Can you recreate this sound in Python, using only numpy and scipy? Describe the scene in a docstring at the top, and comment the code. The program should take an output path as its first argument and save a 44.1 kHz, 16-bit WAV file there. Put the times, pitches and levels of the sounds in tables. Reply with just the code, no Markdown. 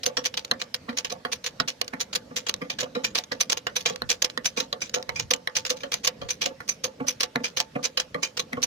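"""Hydraulic bottle jack under a car

A hydraulic bottle jack is pumped by hand, heard in quick strokes, under a car, close to a two-port microphone.
Loose socket and linkage pins click and chatter: noise forces drive decaying steel, handle-tube and body modes.
The oil-filled body thuds, heavily at stroke ends, lightly in between; each thud repeats twice, weaker.
The gap between car and ground throws the jack back briefly as sparse decaying taps.
Under it all lie a soft outdoor floor of shaped noise with drifting patches and a few low noise bumps."""
import sys
import numpy as np
from scipy import signal
from scipy.fft import rfft, irfft, next_fast_len
from scipy.io import wavfile
from scipy.ndimage import uniform_filter1d

SR = 44100
rng = np.random.default_rng(int(sys.argv[2]) if len(sys.argv) > 2 else 0)


def log_audio(samples):
    """Write samples as a 16-bit WAV file to the path given in sys.argv[1]."""
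    # one column per channel
    frames = np.atleast_2d(samples).T
    # limit to full scale, then quantise
    limited = np.clip(frames, -1, 1)
    pcm = np.round(limited * 32767).astype(np.int16)
    wavfile.write(sys.argv[1], SR, pcm)


N = 381896
LEAD_S = 1500 / SR  # room before each contact for its scrape
SIDE = np.array([[.5], [-.5]])  # splits a left-right difference over the ports


def gain_of(db):
    """Decibels to gain."""
    return 10 ** (np.asarray(db) / 20)


def evened(x):
    """Scales to rms 1."""
    return x / np.sqrt(np.mean(x ** 2) + 1e-20)


def read(points, hz):
    """Reads a table on a log-frequency axis."""
    points_hz, value = np.transpose(points)
    return np.interp(np.log(hz + 1), np.log(points_hz + 1), value)


def add(mix, start_s, sound):
    """Mixes a sound in at start_s, cropped to the mix."""
    at = round(start_s * SR)
    sound = sound[:, max(-at, 0):]
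    part = mix[:, max(at, 0):][:, :sound.shape[1]]
    part += sound[:, :part.shape[1]]


def filtered(x, response):
    """Applies a response given as a function of Hz."""
    size = next_fast_len(N + 4096)
    hz = np.fft.rfftfreq(size, 1 / SR)
    return irfft(rfft(x, size) * response(hz), size)[..., :N]


# Sound from all sides: hz, left_right_likeness
DIFFUSE_SAME = [(280, .96), (650, .15)]


def paired(z, hz):
    """Long waves reach both ports alike, short ones do not."""
    same = np.clip(read(DIFFUSE_SAME, hz), 0, 1)[:, None]
    return np.array([z[0], same * z[0] + np.sqrt(1 - same ** 2) * z[1]])


# Outdoor floor spectrum, relative: hz, density_db
FLOOR = [(25, 7), (238, 9), (368, -5.5), (496, 6), (787, -8), (5880, -13.5), (8140, -25.5), (14800, -34),
         (16000, -50)]
FLOOR_DB = -49


def floor():
    """Soft outdoor wash: shaped noise whose level drifts in time-frequency patches."""
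    frames, hz = N // 256 + 5, np.fft.rfftfreq(1024, 1 / SR)
    a, b, c, d, patches = rng.standard_normal((frames, 513, 5)).T
    patches = uniform_filter1d(patches, size=10, axis=0)  # over frequency
    patches = evened(uniform_filter1d(patches, size=12, axis=1))  # over time
    level_db = read(FLOOR, hz)[:, None] + 2.5 * patches
    z = paired([a + 1j * b, c + 1j * d], hz) * gain_of(level_db)
    wash = signal.istft(z, nperseg=1024, noverlap=768)[1][:, :N]
    return gain_of(FLOOR_DB) * evened(wash)


SWELL_MS = 1  # at 4000 Hz and 3 ms fade
SWELL_PER_OCTAVE, SWELL_PER_FADE = 1.28, 0.45  # exponents: bright, drawn-out contacts seat more slowly


def swell_ms_of(centre_hz, fade_ms):
    """Rise time of a contact."""
    return SWELL_MS * (centre_hz / 4000) ** SWELL_PER_OCTAVE * (fade_ms / 3) ** SWELL_PER_FADE


EDGE_POWER = 10  # how abruptly a contact sets in
SCRAPE_DB = -4.5  # the scrape before a contact is softer than the chatter after it


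def contact(t, swell_s, fade_s, chatter_db, chatter_stretch, lumps_db, same):
    """Grinding force of a joint: a noise burst around t = 0 amid slower, lumpy scrape and chatter."""
    def shape(early_s, late_s):
        rise = np.exp(-abs(t / (1.66 * early_s)) ** EDGE_POWER)
        return np.where(t < 0, rise, np.exp(-abs(t) / late_s))

    a, b, grain = rng.standard_normal((3, len(t)))
    lumps = gain_of(lumps_db * evened(uniform_filter1d(grain, size=30)))
    noise = np.array([a, same * a + np.sqrt(1 - same ** 2) * b])  # ports face different sides of the part
    noise *= signal.windows.tukey(len(t), .5)
    creep_s = swell_s * (1 + swell_s / 0.00043)  # a slow contact scrapes long before it seats
    chatter = gain_of(chatter_db + SCRAPE_DB * (t < 0)) * lumps * shape(creep_s, fade_s * chatter_stretch)
    return noise * (shape(swell_s, fade_s) + chatter)


BLOOM_CYCLES = 1.45  # the heavy body needs some cycles to take up a blow


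def ring(modes, weight_db, t, scatter_db, detune, bloom=0):
    """Every blow lands a little elsewhere, so each decaying mode wakes with its own strength; energy 1."""
    hz, db, t60_s = np.transpose(modes)[:, :, None]
    luck = rng.standard_normal((2, len(modes), 1))
    size = gain_of(db + weight_db(hz) + scatter_db * luck[0] - 60 * t / t60_s)
    size *= (1 - np.exp(-(t + 1 / SR) * hz / (bloom + 1e-6))) ** 2
    waves = np.sin(2 * np.pi * hz * (1 + detune * luck[1]) * t)
    sound = (size * waves).sum(0)
    return sound[None] / np.linalg.norm(sound)


def struck(force, modes):
    """The force drives the modes; the energy of the blow is kept."""
    sound = signal.fftconvolve(force, modes, axes=1)
    return sound * np.linalg.norm(force) / np.linalg.norm(sound)


def strays():
    """After each click a loose pin rebounds once, later and weaker."""
    start_s, level_db, centre_hz, fade_ms = np.transpose(CLICKS)
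    wait, size, pitch = rng.random((len(start_s), 3)).T
    return np.transpose([start_s + 0.032 * wait, level_db - 22.5 - 9.1 * size,
                         centre_hz * 1.5 ** (pitch - .5), fade_ms])


# Pin and socket contacts, levels relative: start_s, level_db, centre_hz, fade_ms
CLICKS = [(0.0365, -19.5, 4280, 1.8), (0.0636, -12.5, 4500, 2.44), (0.1717, -10.5, 2470, 3.45),
          (0.2437, -27, 3900, 2.8), (0.2596, -16.5, 5060, 2.8), (0.3416, -21.5, 3320, 1.7),
          (0.375, -16, 3750, 3.1), (0.4495, -19.5, 4670, 0.76), (0.5133, -4, 2580, 1.06),
          (0.601, -33, 3600, 5), (0.6173, -15.5, 3580, 1.6), (0.7452, -11.5, 4500, 1.27),
          (0.8914, -24, 1840, 5.5), (0.9748, -19.5, 4700, 2.3), (0.9864, -16, 4000, 2.7),
          (1.048, -16.5, 3580, 1.5), (1.054, -23, 3400, 2.9), (1.1022, -26.5, 3200, 4.9),
          (1.123, -25.5, 4330, 2.4), (1.2504, -18, 1820, 3), (1.3235, -19, 4440, 2.9),
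          (1.332, -17.5, 4700, 2.4), (1.4442, -24, 3830, 2.7), (1.464, -18.5, 4500, 3.4),
          (1.601, -7, 2400, 1.7), (1.6841, -19, 4320, 3.8), (1.816, -10, 4950, 0.61),
          (1.881, -22, 4650, 0.71), (1.936, -18.5, 1620, 2.6), (2.0056, -28, 4600, 3.6),
          (2.012, -19.5, 5350, 2.8), (2.132, -21, 3540, 2.5), (2.1571, -14, 4930, 2.2),
          (2.367, -16.5, 5300, 1.4), (2.3725, -22, 4860, 4.9), (2.4686, -18, 3320, 3),
          (2.488, -23.5, 4250, 2.5), (2.496, -8.5, 4270, 0.8), (2.5414, -10.5, 4580, 0.21),
          (2.6168, -26, 1840, 6.1), (2.7024, -18, 3200, 4.1), (2.7893, -18, 3030, 3.4),
          (2.8072, -19, 4100, 3.6), (2.8326, -22.5, 3250, 2.3), (2.952, -24.5, 2320, 6.1),
          (3.043, -25, 3100, 8.5), (3.0489, -14, 4030, 2.7), (3.1552, -13.5, 3970, 3.5),
          (3.1794, -20.5, 4270, 3.6), (3.1874, -11.5, 4030.0, 0.92), (3.239, -23.5, 3670, 0.89),
          (3.319, -17, 2670, 2.9), (3.4106, -14, 5370, 3.03), (3.5, -12, 3860, 2.4),
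          (3.5226, -17, 5130, 2.4), (3.53, -6, 4600, 0.32), (3.5737, -21.5, 4280, 2.15),
          (3.6688, -10, 2260, 1.8), (3.7657, -17, 5000, 3.6), (3.8098, -29, 5030, 2.9),
          (3.8603, -13.5, 3100, 6.8), (3.8988, -19.5, 3330, 1.8), (3.96, -25.5, 4100, 0.64),
          (4.0203, -10, 2220, 0.56), (4.094, -18, 3570, 2.4), (4.1021, -18, 4500, 5),
          (4.1154, -16.5, 4640, 3), (4.224, -10.5, 4900, 1.3), (4.2467, -10, 4500, 1.8),
          (4.3, -33.5, 3550, 3), (4.376, -5, 2290, 0.54), (4.45, -40, 4740, 5.8),
          (4.458, -20.5, 5200, 4.64), (4.5748, -21, 3600, 8.7), (4.6026, -12.5, 3900, 2),
          (4.7287, -13, 2340, 1.4), (4.819, -28, 4170, 8.3), (4.896, -26.5, 3720, 0.73),
          (4.9425, -14.5, 3600, 4.35), (5.0274, -19, 3800, 0.32), (5.0927, -12, 2480, 1.3),
          (5.16, -34.5, 3120, 15), (5.1977, -20.5, 3950, 4), (5.311, -8.5, 4740, 1.7),
          (5.3376, -8.5, 4500, 0.97), (5.4743, -9, 2260, 0.94), (5.554, -23, 3300, 3),
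          (5.5671, -16, 4800, 4.2), (5.6522, -13.5, 3300, 1.3), (5.6656, -21, 4350, 3),
          (5.7045, -14.5, 5350, 2.8), (5.77, -36.5, 4020, 4.2), (5.807, -38.5, 3500, 8.5),
          (5.8347, -21.5, 2380, 3.2), (5.9218, -16.5, 4600, 1.6), (5.932, -25.5, 3960, 6.9),
          (5.9422, -14.5, 5150, 1.5), (6.038, -30, 3020, 5), (6.0483, -15.5, 4360, 3.4),
          (6.0759, -9.5, 4900, 1.8), (6.2165, -28.5, 2350, 4.8), (6.2907, -23.5, 3380, 4),
          (6.3064, -24, 5100, 4.84), (6.4178, -17, 3650, 6.5), (6.44, -27.5, 3900, 3.4),
          (6.4606, -13.5, 3800, 2.7), (6.6043, -25.5, 1770, 3.1), (6.6924, -25.5, 5000, 6.3),
          (6.8439, -16, 4630, 3.2), (7.0842, -21, 5460, 5.25), (7.0946, -23, 5290.0, 0.51),
          (7.208, -14.5, 4870, 2.8), (7.2341, -12.5, 4430, 2), (7.3583, -5.5, 1950, 0.93),
          (7.4432, -21.5, 3680, 6.2), (7.4552, -23, 3300, 4.1), (7.5726, -15.5, 3780, 5.3),
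          (7.603, -8.5, 3930, 1.37), (7.7628, -25, 1280, 1.6), (7.8421, -25, 4940, 5.5),
          (7.854, -14, 4270, 2.27), (7.975, -13.5, 2930, 4.8), (8.0009, -12, 4050, 2.14),
          (8.1456, -14.5, 1850, 1.4), (8.2318, -19, 3800, 6.2), (8.2504, -25, 4800.0, 1.8),
          (8.3749, -17.5, 4360, 2.4), (8.396, -15.5, 3700, 2.86), (8.4011, -19, 3770, 1.1),
          (8.5312, -18.5, 1790, 2.3), (8.6345, -20, 6100, 3.6)]
# Steel linkage and handle, each row used as a cluster of three close modes: mode_hz, level_db, t60_s
LINKAGE = [(1496, -13, 0.021), (1967, 0.5, 0.011), (3270, 3, 0.024), (4146, 12.5, 0.01), (5020, 12.5, 0.01),
           (6100, 28, 0.00088), (6386, 18.5, 0.013)]
# Jack body on the ground: mode_hz, level_db, t60_s
BODY = [(171.6, 2.5, 0.052), (251, 4.4, 0.058), (513.5, -2.5, 0.055), (722, -13.5, 0.047),
        (882.3, -26, 0.2), (1178, -14, 0.042), (1372, -7.5, 0.012)]
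# Bare contact spectrum, relative: hz, density_db
CRACK = [(500, -60), (1500, -5.5), (5800, 3), (7600, -6), (10000, -5), (13500, -14), (15000, -6),
         (15900, -26)]
DULL_HZ = 2800  # clicks below this pitch are the handle bottoming out
DULL_LIFT_DB = 9  # bottoming out wakes the two lowest steel modes


def clicks():
    """A pin takes up its slack: the contact cracks, wakes steel modes near its pitch and nudges the body."""
    rings, cracks = np.zeros((2, 2, N))
    t = np.arange(6000) / SR
    for start_s, level_db, centre_hz, fade_ms in [*CLICKS, *strays()]:
        def near_db(hz):
            lift_db = DULL_LIFT_DB * (centre_hz < DULL_HZ) * (hz < DULL_HZ)
            return -13. * np.log2(hz / centre_hz) ** 2 + lift_db

        swell_s = swell_ms_of(centre_hz, fade_ms) / 1000
        force = contact(t - LEAD_S, swell_s, fade_ms / 1000, chatter_db=-3.0,
                        chatter_stretch=3.69, lumps_db=6.0, same=0.15)
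        steel = ring(3 * LINKAGE, near_db, t[:2500], scatter_db=7.5, detune=0.061)
        add(rings, start_s - LEAD_S, gain_of(level_db - 11.5) * struck(force, steel))
        body = ring(BODY[2:], np.zeros_like, t, scatter_db=2, detune=.01, bloom=BLOOM_CYCLES)
        add(rings, start_s - LEAD_S, gain_of(level_db - 23.0) * struck(force, body))
        bright_db = 7.84 * np.log2(centre_hz / 4000)  # dull knocks crack less
        add(cracks, start_s - LEAD_S, gain_of(level_db - 13.5 + bright_db) * force)

    def colour(hz):
        return gain_of(read(CRACK, hz))

    colour_rms = np.sqrt(np.mean(colour(np.arange(0, SR / 2)) ** 2))
    return rings + filtered(cracks, colour) / colour_rms


# Handle tube: mode_hz, level_re_click_db, slope_db_per_octave of click pitch, t60_s
TUBE = [(2410, -10, 0.5, 0.034), (5013, -14, 3.5, 0.038), (6044, -10, 27.5, 0.034)]
JAR_DB_PER_FADE = 9.5  # per doubling of the fade: long grinding contacts jar the tube, short ticks hardly
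# pulled back up, the tube jars hardest this long after the bottom
TURN_S, TURN_SPREAD_S, TURN_DB = .085, .02, 7


def jars():
    """The tube rings at three pitches while the socket grinds on it."""
    out = np.zeros((2, N))
    t = np.arange(4500) / SR
    dull_s = [start_s for start_s, _, centre_hz, _ in CLICKS if centre_hz < DULL_HZ]
    deep_s = [start_s for start_s, _, low_db in THUDS if low_db > 0]
    bottoms_s = np.array(dull_s + deep_s)
    for start_s, click_db, centre_hz, fade_ms in CLICKS:
        swell_s = 0.58 * swell_ms_of(centre_hz, fade_ms) / 1000
        force = contact(t - LEAD_S, swell_s, 0.77 * fade_ms / 1000, chatter_db=-6.5,
                        chatter_stretch=2.55, lumps_db=4.5, same=0.18)
        turning = np.exp(-((start_s - bottoms_s - TURN_S) / TURN_SPREAD_S) ** 2).max()
        jar_db = click_db + JAR_DB_PER_FADE * np.log2(fade_ms / 6) + TURN_DB * (turning - .5)
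        for mode_hz, db, slope_db, t60_s in TUBE:
            tube = ring([(mode_hz, 0, t60_s)], np.zeros_like, t, scatter_db=0, detune=0.00053)
            tube_db = jar_db + db + slope_db * np.log2(centre_hz / 4000)
            add(out, start_s - LEAD_S, gain_of(tube_db) * struck(force, tube))
    return out


# Thuds of the jack body, heavy at stroke ends, light in between, levels relative:
# start_s, level_db, low_mode_weight_db
THUDS = [(0.076, -27, -12), (0.183, -31.5, -6.5), (0.524, -33, -9), (0.896, -28.5, -3.5),
         (1.126, -31.5, -12.5), (1.263, -33, -12), (1.609, -31, 21), (1.941, -32.5, 1.5), (2.321, -37, -4),
         (2.626, -29.5, 4), (2.838, -28, -7), (2.967, -25, -8.5), (3.326, -30, -5), (3.681, -35, -17),
         (3.911, -31, -8), (4.027, -39, 21), (4.385, -40, 12), (4.584, -28.5, -8), (4.739, -33, -20),
         (4.974, -28, -17), (5.1, -35, -14), (5.32, -29, -7), (5.718, -31.5, -13), (5.845, -29.5, -15),
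         (6.228, -31, -17.5), (6.473, -29, -8), (6.855, -30, -18), (7.015, -25.5, 0.5), (7.369, -24, -3),
         (7.767, -25, -5), (8.158, -27, -2), (8.537, -29.5, 3), (8.582, -29.5, -3.5)]
REPEAT_S, REPEAT_DB = .035, -12  # per repeat of the thud; wait varies x0.8 to x1.3
GRIT_DB = -13  # loose steel shaken by each thud


def thuds():
    """A rough, rattling push swings the modes of the oil-filled body; each thud repeats twice, weaker."""
    out = np.zeros((2, N))
    t = np.arange(6000) / SR
    for start_s, level_db, low_db in THUDS:
        def low_weight_db(hz):
            return low_db * np.clip(np.log2(480 / hz), 0, 1)

        for repeat in range(3):
            wait_s = repeat * REPEAT_S * (.8 + .5 * rng.random())
            thud_db = level_db + repeat * REPEAT_DB
            at_s = start_s + wait_s - LEAD_S
            # the push comes 10.6 ms early, as the body blooms late
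            force = contact(t - LEAD_S + 0.0106, 0.0011, 0.0075, chatter_db=-1.0,
                            chatter_stretch=1.0, lumps_db=4.5, same=0.93)
            body = ring(BODY, low_weight_db, t, scatter_db=2.5, detune=0.029, bloom=BLOOM_CYCLES)
            add(out, at_s, gain_of(thud_db) * struck(force, body))
            grit = ring(3 * LINKAGE[:2], np.zeros_like, t[:1500], scatter_db=4, detune=.15)
            add(out, at_s, gain_of(thud_db + GRIT_DB) * struck(force, grit))
    return out


# Gap below the car: hz, t60_s
UNDERSIDE = [(300, 0.26), (8000, 0.005)]


def underside(x):
    """Echoes: sparse taps of random sign, each band dying at its own speed, other taps at each port."""
    taps = np.zeros((2, 16000))
    at = np.arange(60, 15900, 20) + rng.integers(0, 20, (2, 792))
    np.put_along_axis(taps, at, rng.choice([-1., 1.], at.shape), 1)
    hz, t, z = signal.stft(taps, SR, nperseg=512)
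    decay = gain_of(-60 * t / read(UNDERSIDE, hz)[:, None])
    tail = signal.istft(paired(z, hz) * decay, SR, nperseg=512)[1]
    return signal.fftconvolve(x[None], tail / np.linalg.norm(tail[0]), axes=1)[:, :N]


# Low bumps: centre_s, level_db
BUMPS = [(4.055, -37), (5.13, -41.5), (5.232, -37.5), (6.246, -36), (8.57, -42)]
BUMP_S, BUMP_HZ = 0.033, 151  # standard deviation of the envelope, top of the band


def bumps():
    """Short lumps of low noise, partly unrelated at the two ports."""
    def lowpass(hz):
        return 1 / (1 + (hz / BUMP_HZ) ** 4)

    t = np.arange(N) / SR
    left, right, common = rng.standard_normal((3, N))
    low = evened(filtered(np.array([left + common, right + common]), lowpass))
    return low * sum(gain_of(level_db) * np.exp(-((t - centre_s) / BUMP_S) ** 2 / 2)
                     for centre_s, level_db in BUMPS)


# Phase between the ports, negative where the right leads: hz, left_lead_rad
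PORT_TURN = [(150, 0), (500, -1.5), (1500, -2), (4000, -5.8), (6000, -12.6)]


def scene():
    """The jack reaches the right port first; its echoes reach both ports by different taps."""
    def turn(hz):
        return np.exp(1j * SIDE * read(PORT_TURN, hz))

    wash = floor()
    jack = clicks() + jars() + thuds()
    echoes = gain_of(-14.0) * underside(jack.mean(0))
    return wash + filtered(jack, turn) + echoes + bumps()


# Port colour: hz, left_minus_right_db
PORT_DB = [(200, 0.5), (500, -5), (4000, -.5), (13000, -8)]
CEILING = .85  # full-scale fraction that rounded peaks approach
EDGE_HZ = 16200


def record(dry):
    """The two ports differ in colour and drop the deep bass; peaks round off; then the band limit."""
    def port(hz):
        return gain_of(SIDE * read(PORT_DB, hz)) / (1 + (85 / (hz + 1)) ** 2)

    rounded = CEILING * np.tanh(filtered(dry, port) / CEILING)
    edge = signal.firwin(511, EDGE_HZ, window=("kaiser", 12), fs=SR)
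    return signal.oaconvolve(rounded, edge[None], "same")


dry = scene()
out = record(dry)
log_audio(out)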